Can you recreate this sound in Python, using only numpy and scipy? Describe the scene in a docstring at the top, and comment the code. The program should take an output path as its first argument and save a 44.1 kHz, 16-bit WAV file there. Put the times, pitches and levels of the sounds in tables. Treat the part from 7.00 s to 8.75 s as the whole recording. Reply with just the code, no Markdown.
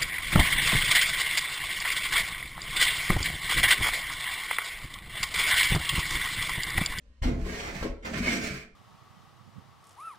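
"""In a small, quiet hallway, a stiff tool is heard bumping against the outside of a wooden door and
scraping over its frosty face in two strokes. Stick-slip friction makes dense catches that rasp, ring the
tool's edge and drive the damped modes of the panel. Knocks crunch the frost, harder bumps rock the door
in its frame, and the edge squeaks twice. Close walls add short reflections; the house keeps a low hush."""
import sys
import numpy as np
from scipy import signal
from scipy.fft import rfft, irfft
from scipy.io import wavfile
from scipy.ndimage import uniform_filter1d

SR = 44100
rng = np.random.default_rng(int(sys.argv[2]) if len(sys.argv) > 2 else 0)


def wrap_up_sound(samples):
    """Save the sound to the file named by the first command line argument, as 16-bit audio."""
    columns = np.atleast_2d(samples).T
    # keep every value between -1 and 1, then stretch to whole-number steps
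    tamed = np.clip(columns, -1, 1)
    steps = np.round(tamed * 32767).astype(np.int16)
    wavfile.write(sys.argv[1], SR, steps)


N = 77175
T = np.arange(N) / SR


def scraping():
    """Sliding friction: two strokes of the tool over the frost, the second pressed harder."""
    # Each row: time in seconds, rasp level in dB, extra treble in dB, drone level in dB, drone pitch in Hz.
    first_path = [(.33, -68, 4, -48, 230), (.40, -57, 3, -63, 300), (.445, -44, 2, -59, 383),
                  (.475, -41.5, 4.5, -38, 400), (.53, -40, 1, -42, 407), (.60, -36.5, -1, -39.5, 425),
                  (.65, -37.5, -2.5, -40.5, 354), (.70, -39.5, -3.5, -39.5, 399), (.73, -42.5, 1, -41, 180),
                  (.81, -41, 1.5, -49, 190), (.865, -50, 1, -54, 420), (.895, -60, -6, -75, 298)]
    second_path = [(1.025, -52, -24, -59, 252), (1.044, -42, -18, -39, 257), (1.06, -38.5, -32, -39.5, 242),
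                   (1.118, -53, 4.5, -40.5, 243), (1.14, -34.5, -11.5, -33.5, 232),
                   (1.18, -35.5, -1, -29.5, 222), (1.21, -42.5, 0.5, -39, 211),
                   (1.262, -32.5, -3, -37.5, 248), (1.295, -31.5, -4, -31, 267),
                   (1.355, -34.5, 3.5, -30, 243), (1.395, -38, -3.5, -35, 219), (1.44, -35, 2, -34, 220),
                   (1.52, -42, -1.5, -43.5, 228), (1.605, -48, 2, -61, 220), (1.665, -75, -12, -71, 215)]
    # Each row: frequency in Hz, relative spectral density of the rasp in dB.
    first_rasp = [(30, 7.5), (65, 16), (110, 8), (420, -10), (560, 8), (950, 1.5), (1500, 2.5), (2200, 7.5),
                  (2700, -6.5), (4800, -6.5), (8800, -13.5), (9700, -23), (15500, -27)]
    second_rasp = [(30, -6), (72, 4), (115, -22), (200, -23), (420, 3), (530, -5), (660, 2), (900, -12),
                   (1500, -0.5), (2200, 1), (2700, -12.5), (4800, -10), (8800, -17), (9700, -26.5),
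                   (15500, -32.5)]
    first = stroke(first_path, first_rasp, edge_db=-10.0, octaves=0.15)
    second = stroke(second_path, second_rasp, edge_db=-2.26, octaves=0.44)
    return first + second


def stroke(path, spectrum, edge_db, octaves, treble_hz=3830, groan_db=-6):
    """Forced vibration: catches rasp, ring the edge and make the panel drone at a shifting pitch."""
    # Each row: frequency of a mode of the edge in Hz, relative level in dB, 60 dB decay time in seconds.
    edge_modes = [(1576, -15, .2), (2010, 1, .014), (2125, 6, .034), (2265, 8, .045), (2340, 2, .045)]
    times, rasp_db, treble_db, drone_db, drone_hz = np.array(path).T
    rasp, drone = (np.interp(T, times, undb(db), left=0, right=0) for db in (rasp_db, drone_db))
    pitch = np.interp(T, times, drone_hz)
    grit = catches()
    dull = signal.lfilter(*signal.butter(1, treble_hz, fs=SR), grit)
    friction = rasp * (dull + undb(np.interp(T, times, treble_db)) * (grit - dull))
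    edge_response = ringing(edge_modes)
    edge = through(friction, edge_response / np.linalg.norm(edge_response))
    wood = panel(grit * drone, pitch, octaves) + undb(groan_db) * drone * groan(grit, pitch)
    return colour(friction, spectrum) + undb(edge_db) * edge + wood / np.hypot(1, undb(groan_db))


def catches(per_second=2600, spread_db=3, judder_hz=75, judder_db=1.4):
    """Stick-slip: dense clicks of uneven size that swell and fade as the tool judders."""
    hit = rng.random(N) < per_second / SR
    size = undb(spread_db * np.minimum(rng.exponential(size=N), 3)) * rng.choice([-1, 1], N)
    return unit(hit * size * undb(judder_db * walk(judder_hz)))


def panel(force, contact_hz, octaves, thud_db=-2.5, thud_t60=.04):
    """Modal response, strongest near the contact's pitch: a heavily damped thud and longer rings."""
    # Each row: mode frequency in Hz, relative drive in dB, 60 dB decay time in seconds.
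    panel_modes = [(74, 5, 0.19), (139.7, 1, .45), (190.6, -1.5, 0.54), (229.7, -1.5, .27),
                   (249.9, 0, 0.213), (308.8, -1, 0.13), (335, -7.5, 0.53), (364, -9, 0.26),
                   (434.1, 0, 0.32), (514, -3, 0.14), (560.6, -2.5, 0.15), (668.6, -3, 0.2),
                   (1100, -7.5, 0.21)]
    rings, thud = 0, 0
    for k, (hz, db, t60) in enumerate(panel_modes):
        drive = force / np.sqrt(1 + (np.log2(hz / contact_hz) / octaves) ** 2) * undb(db)
        rings = rings + (-1) ** k * resonate(drive, hz, t60)
        thud = thud + resonate(drive * rng.choice([-1, 1], N), hz, thud_t60)
    return unit(unit(rings) + undb(thud_db) * unit(thud)) * np.std(force)


def groan(force, hz, width_hz=62):
    """Resonance under the moving tool: a narrow band that follows the pitch of the contact."""
    carrier = np.exp(2j * np.pi * np.cumsum(hz) / SR)
    baseband = signal.lfilter(*signal.butter(2, width_hz / 2, fs=SR), force / carrier)
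    return unit(np.real(carrier * baseband))


def knocks(blow_s=0.00056, blow_db=-0.5):
    """Impact: the tool lands with one blow and chatters, ringing the panel and crunching the frost."""
    # Each row: start in seconds, panel gain in dB, crunch gain in dB, chatter attack and decay in seconds,
    # pitch of the contact in Hz, its breadth in octaves.
    landings = [(.22, -31, -27.5, 0.0038, 0.027, 233, 0.15), (.243, -19.5, -38, 0.0016, 0.024, 250, 0.081),
                (.267, -25, -43.5, 0.0015, .07, 270, 0.29), (.312, -25.5, -59, 0.0017, 0.024, 140, .1),
                (.366, -28.5, -65, 0.0018, 0.011, 231, 0.16), (.463, -32.5, -55, 0.0017, 0.025, 410, 0.16),
                (.485, -31, -48, 0.0023, 0.012, 247, 0.21), (.823, -23, -27.5, 0.0013, 0.011, 405, 0.65),
                (.847, -24.5, -40, 0.0013, 0.029, 420, 0.52), (1.047, -34, -31, 0.0037, .028, 500, 0.069),
                (1.197, -26, -51, 0.0036, 0.02, 240, 0.11), (1.269, -19, -27, 0.0013, 0.01, 283, 0.19),
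                (1.318, -23, -46, 0.0016, 0.017, 310, 0.12), (1.503, -34.5, -60, .002, 0.023, 147, .12)]
    # Each row: frequency in Hz, relative spectral density in dB.
    crunch_spectrum = [(100, -8.5), (500, -5.5), (780, -1), (1150, -4), (1450, -1.5), (1750, -7), (2080, 0),
                       (2600, -9.5), (4800, -13), (8800, -23), (9700, -30.5), (15500, -30.5)]
    out = np.zeros(N)
    for start, panel_db, crunch_db, attack, decay, contact_hz, octaves in landings:
        age = np.maximum(T - start, 0)
        chatter = catches() * (1 - np.exp(-age / attack)) * np.exp(-age / decay)
        blow = undb(blow_db) * np.linalg.norm(chatter) * push(start, blow_s)
        out += undb(panel_db) * panel(blow + chatter, contact_hz, octaves)
        out += undb(crunch_db) * colour(chatter, crunch_spectrum)
    return out


def bumps():
    """Long contacts excite low modes: soft, heavy pushes rock the whole door in its frame."""
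    # Each row: start in seconds, impulse in dB, contact time in seconds.
    pushes = [(.217, -23, .007), (.2525, -14.5, .015), (.3565, -35, .003), (.42, -32, .014),
              (.5856, -37, .011), (.813, -36, .0095), (.895, -29, .015), (1.0495, -39, .007),
              (1.2, -38.5, .003)]
    # Each row: mode frequency in Hz, gain in dB, 60 dB decay time in seconds.
    rocking_modes = [(36.7, .6, .58), (46.4, 2.4, .23), (73.3, 0, .55)]
    force = sum(undb(db) * push(start, contact) for start, db, contact in pushes)
    return through(force, ringing(rocking_modes))


def squeaks(waver=0.0214):
    """Self-excited vibration: for a few milliseconds the edge slips at its own pitch."""
    # Each row: time of the peak in seconds, level in dB, pitch in Hz, envelope half-width in seconds.
    slips = [(.238, -42, 2050, .012), (1.281, -19, 2230, .0035)]
    out = np.zeros(N)
    for peak, db, hz, half_width in slips:
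        envelope = undb(db) * np.exp(-((T - peak) / half_width) ** 2)
        pitch = hz * (1 + waver * walk(300))
        out += envelope * np.sin(2 * np.pi * np.cumsum(pitch) / SR)
    return out


def house_hush(level_db=-54.5):
    """Ambient noise: the steady hush of the house, with most of its power in the bass."""
    # Each row: frequency in Hz, relative spectral density in dB.
    hush_spectrum = [(20, 2), (45, -0.5), (65, 2), (105, -25), (250, -16.5), (340, -31), (530, -19.5),
                     (720, -34), (2300, -33), (5000, -39.5), (9000, -48.5), (15500, -84)]
    return undb(level_db) * colour(rng.standard_normal(N), hush_spectrum)


def hallway(x, patterns=4, patterns_per_s=10.953, wide_hz=756, left_lag_s=0.000345):
    """Reverberation: direct sound from slightly right, then reflections that change as the tool moves."""
    # Each row: frequency in Hz, reverberation time in seconds.
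    room_t60 = [(100, 1), (500, 0.6), (2000, 0.36), (5000, 0.38), (12000, 0.11)]
    # Each row: frequency in Hz, level of the reflections over the direct sound in dB.
    room_level = [(40, -16.5), (200, -10.5), (500, -4), (1200, 3.5), (4000, 12.5), (12000, 15)]
    # Each row: frequency in Hz, left level minus right level in dB.
    balance = [(60, 7.5), (300, -2.5), (700, 0.5), (1400, -1), (2400, -4.5), (5000, -2), (9000, -0.5)]
    early_db, early_s = 3.5, 0.006  # first reflections off the close walls: level over the tail, decay
    f = np.fft.rfftfreq(N, 1 / SR)
    reflected = undb(at_hz(room_level, f))
    mid, side = rfft(rng.standard_normal((2, patterns, 1, N)))
    width = f / np.hypot(f, wide_hz)
    sides = np.array([[1], [-1]])
    diffuse = (mid + sides * width * side) / np.sqrt(1 + width ** 2) * reflected
    octave, tails = np.log2(np.maximum(f, 1)), 0
    for centre in range(5, 17, 2):
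        band = np.maximum(1 - abs(octave - centre) / 2, 0)
        late = np.exp(-np.log(1000) * T / at_hz(room_t60, 2. ** centre))
        fade = late + undb(early_db) * np.exp(-T / early_s)
        tails = tails + irfft(diffuse * band, N) * fade / np.linalg.norm(fade)
    heard = irfft(rfft(x) * np.exp(-2j * np.pi * f * np.array([[left_lag_s], [0]])), N)
    for k, tail in enumerate(tails):  # each pattern of reflections crossfades into the next
        away = abs((patterns_per_s * T - k) % patterns - patterns / 2)
        share = np.cos(np.pi / 2 * np.minimum(away, 1))
        heard = heard + np.array([through(x * share, channel) for channel in tail])
    pan = undb(sides * at_hz(balance, f) / 2)
    return irfft(rfft(heard) * pan / np.sqrt(1 + reflected ** 2), N)


def resonate(x, hz, t60):
    """A damped oscillator driven by x."""
    r, turn = np.exp(-np.log(1000) / (t60 * SR)), 2 * np.pi * hz / SR
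    return signal.lfilter([0, np.sin(turn)], [1, -2 * r * np.cos(turn), r * r], x)


def ringing(modes):
    """Superposition: the impulse response of a set of damped modes."""
    return sum(undb(db) * np.cos(2 * np.pi * hz * T) * np.exp(-np.log(1000) * T / t60)
               for hz, db, t60 in modes)


def push(start, length):
    """A half-sine contact force of unit impulse."""
    shape = np.sin(np.pi * np.clip((T - start) / length, 0, 1))
    return shape / shape.sum()


def colour(x, points, size=4096):
    """Minimum-phase filtering with the given spectral shape and unit energy."""
    cepstrum = irfft(np.log(undb(at_hz(points, np.fft.rfftfreq(size, 1 / SR)))))
    cepstrum[1:size // 2] *= 2
    cepstrum[size // 2 + 1:] = 0
    response = irfft(np.exp(rfft(cepstrum)))
    return through(x, response / np.linalg.norm(response))


def through(x, response):
    """Convolution with an impulse response."""
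    return signal.fftconvolve(x, response)[:N]


def walk(rate):
    """Smooth random modulation with rms 1."""
    hold = max(int(SR / rate), 2)
    steps = np.repeat(rng.standard_normal(N // hold + 1), hold)
    return unit(uniform_filter1d(steps, hold)[:N])


def at_hz(points, hz):
    """Interpolation of (Hz, value) points on a log-frequency axis."""
    f, values = np.array(points, float).T
    return np.interp(np.log(np.maximum(hz, 1)), np.log(f), values)


def undb(db):
    """Decibels to amplitude ratio."""
    return 10 ** (np.asarray(db) / 20)


def unit(x):
    """Normalisation to rms 1."""
    return x / np.sqrt(np.mean(x ** 2) + 1e-20)


def scene():
    """Superposition: the sounds of the door and the hush of the house add in the hallway."""
    strokes, hush = scraping(), house_hush()
    return hallway(strokes + knocks() + bumps() + squeaks() + hush)


def record(dry, mono_below_hz=200, top_hz=15800):
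    """Long waves reach closely spaced microphones alike; a low-pass filter cuts the highest treble."""
    mid, side = (dry[0] + dry[1]) / 2, (dry[0] - dry[1]) / 2
    f = np.fft.rfftfreq(N, 1 / SR)
    side = irfft(rfft(side) * f / np.hypot(f, mono_below_hz), N)
    lowpass = signal.ellip(10, .2, 80, top_hz, fs=SR, output="sos")
    return signal.sosfilt(lowpass, np.array([mid + side, mid - side]))


dry = scene()
out = record(dry)
wrap_up_sound(out)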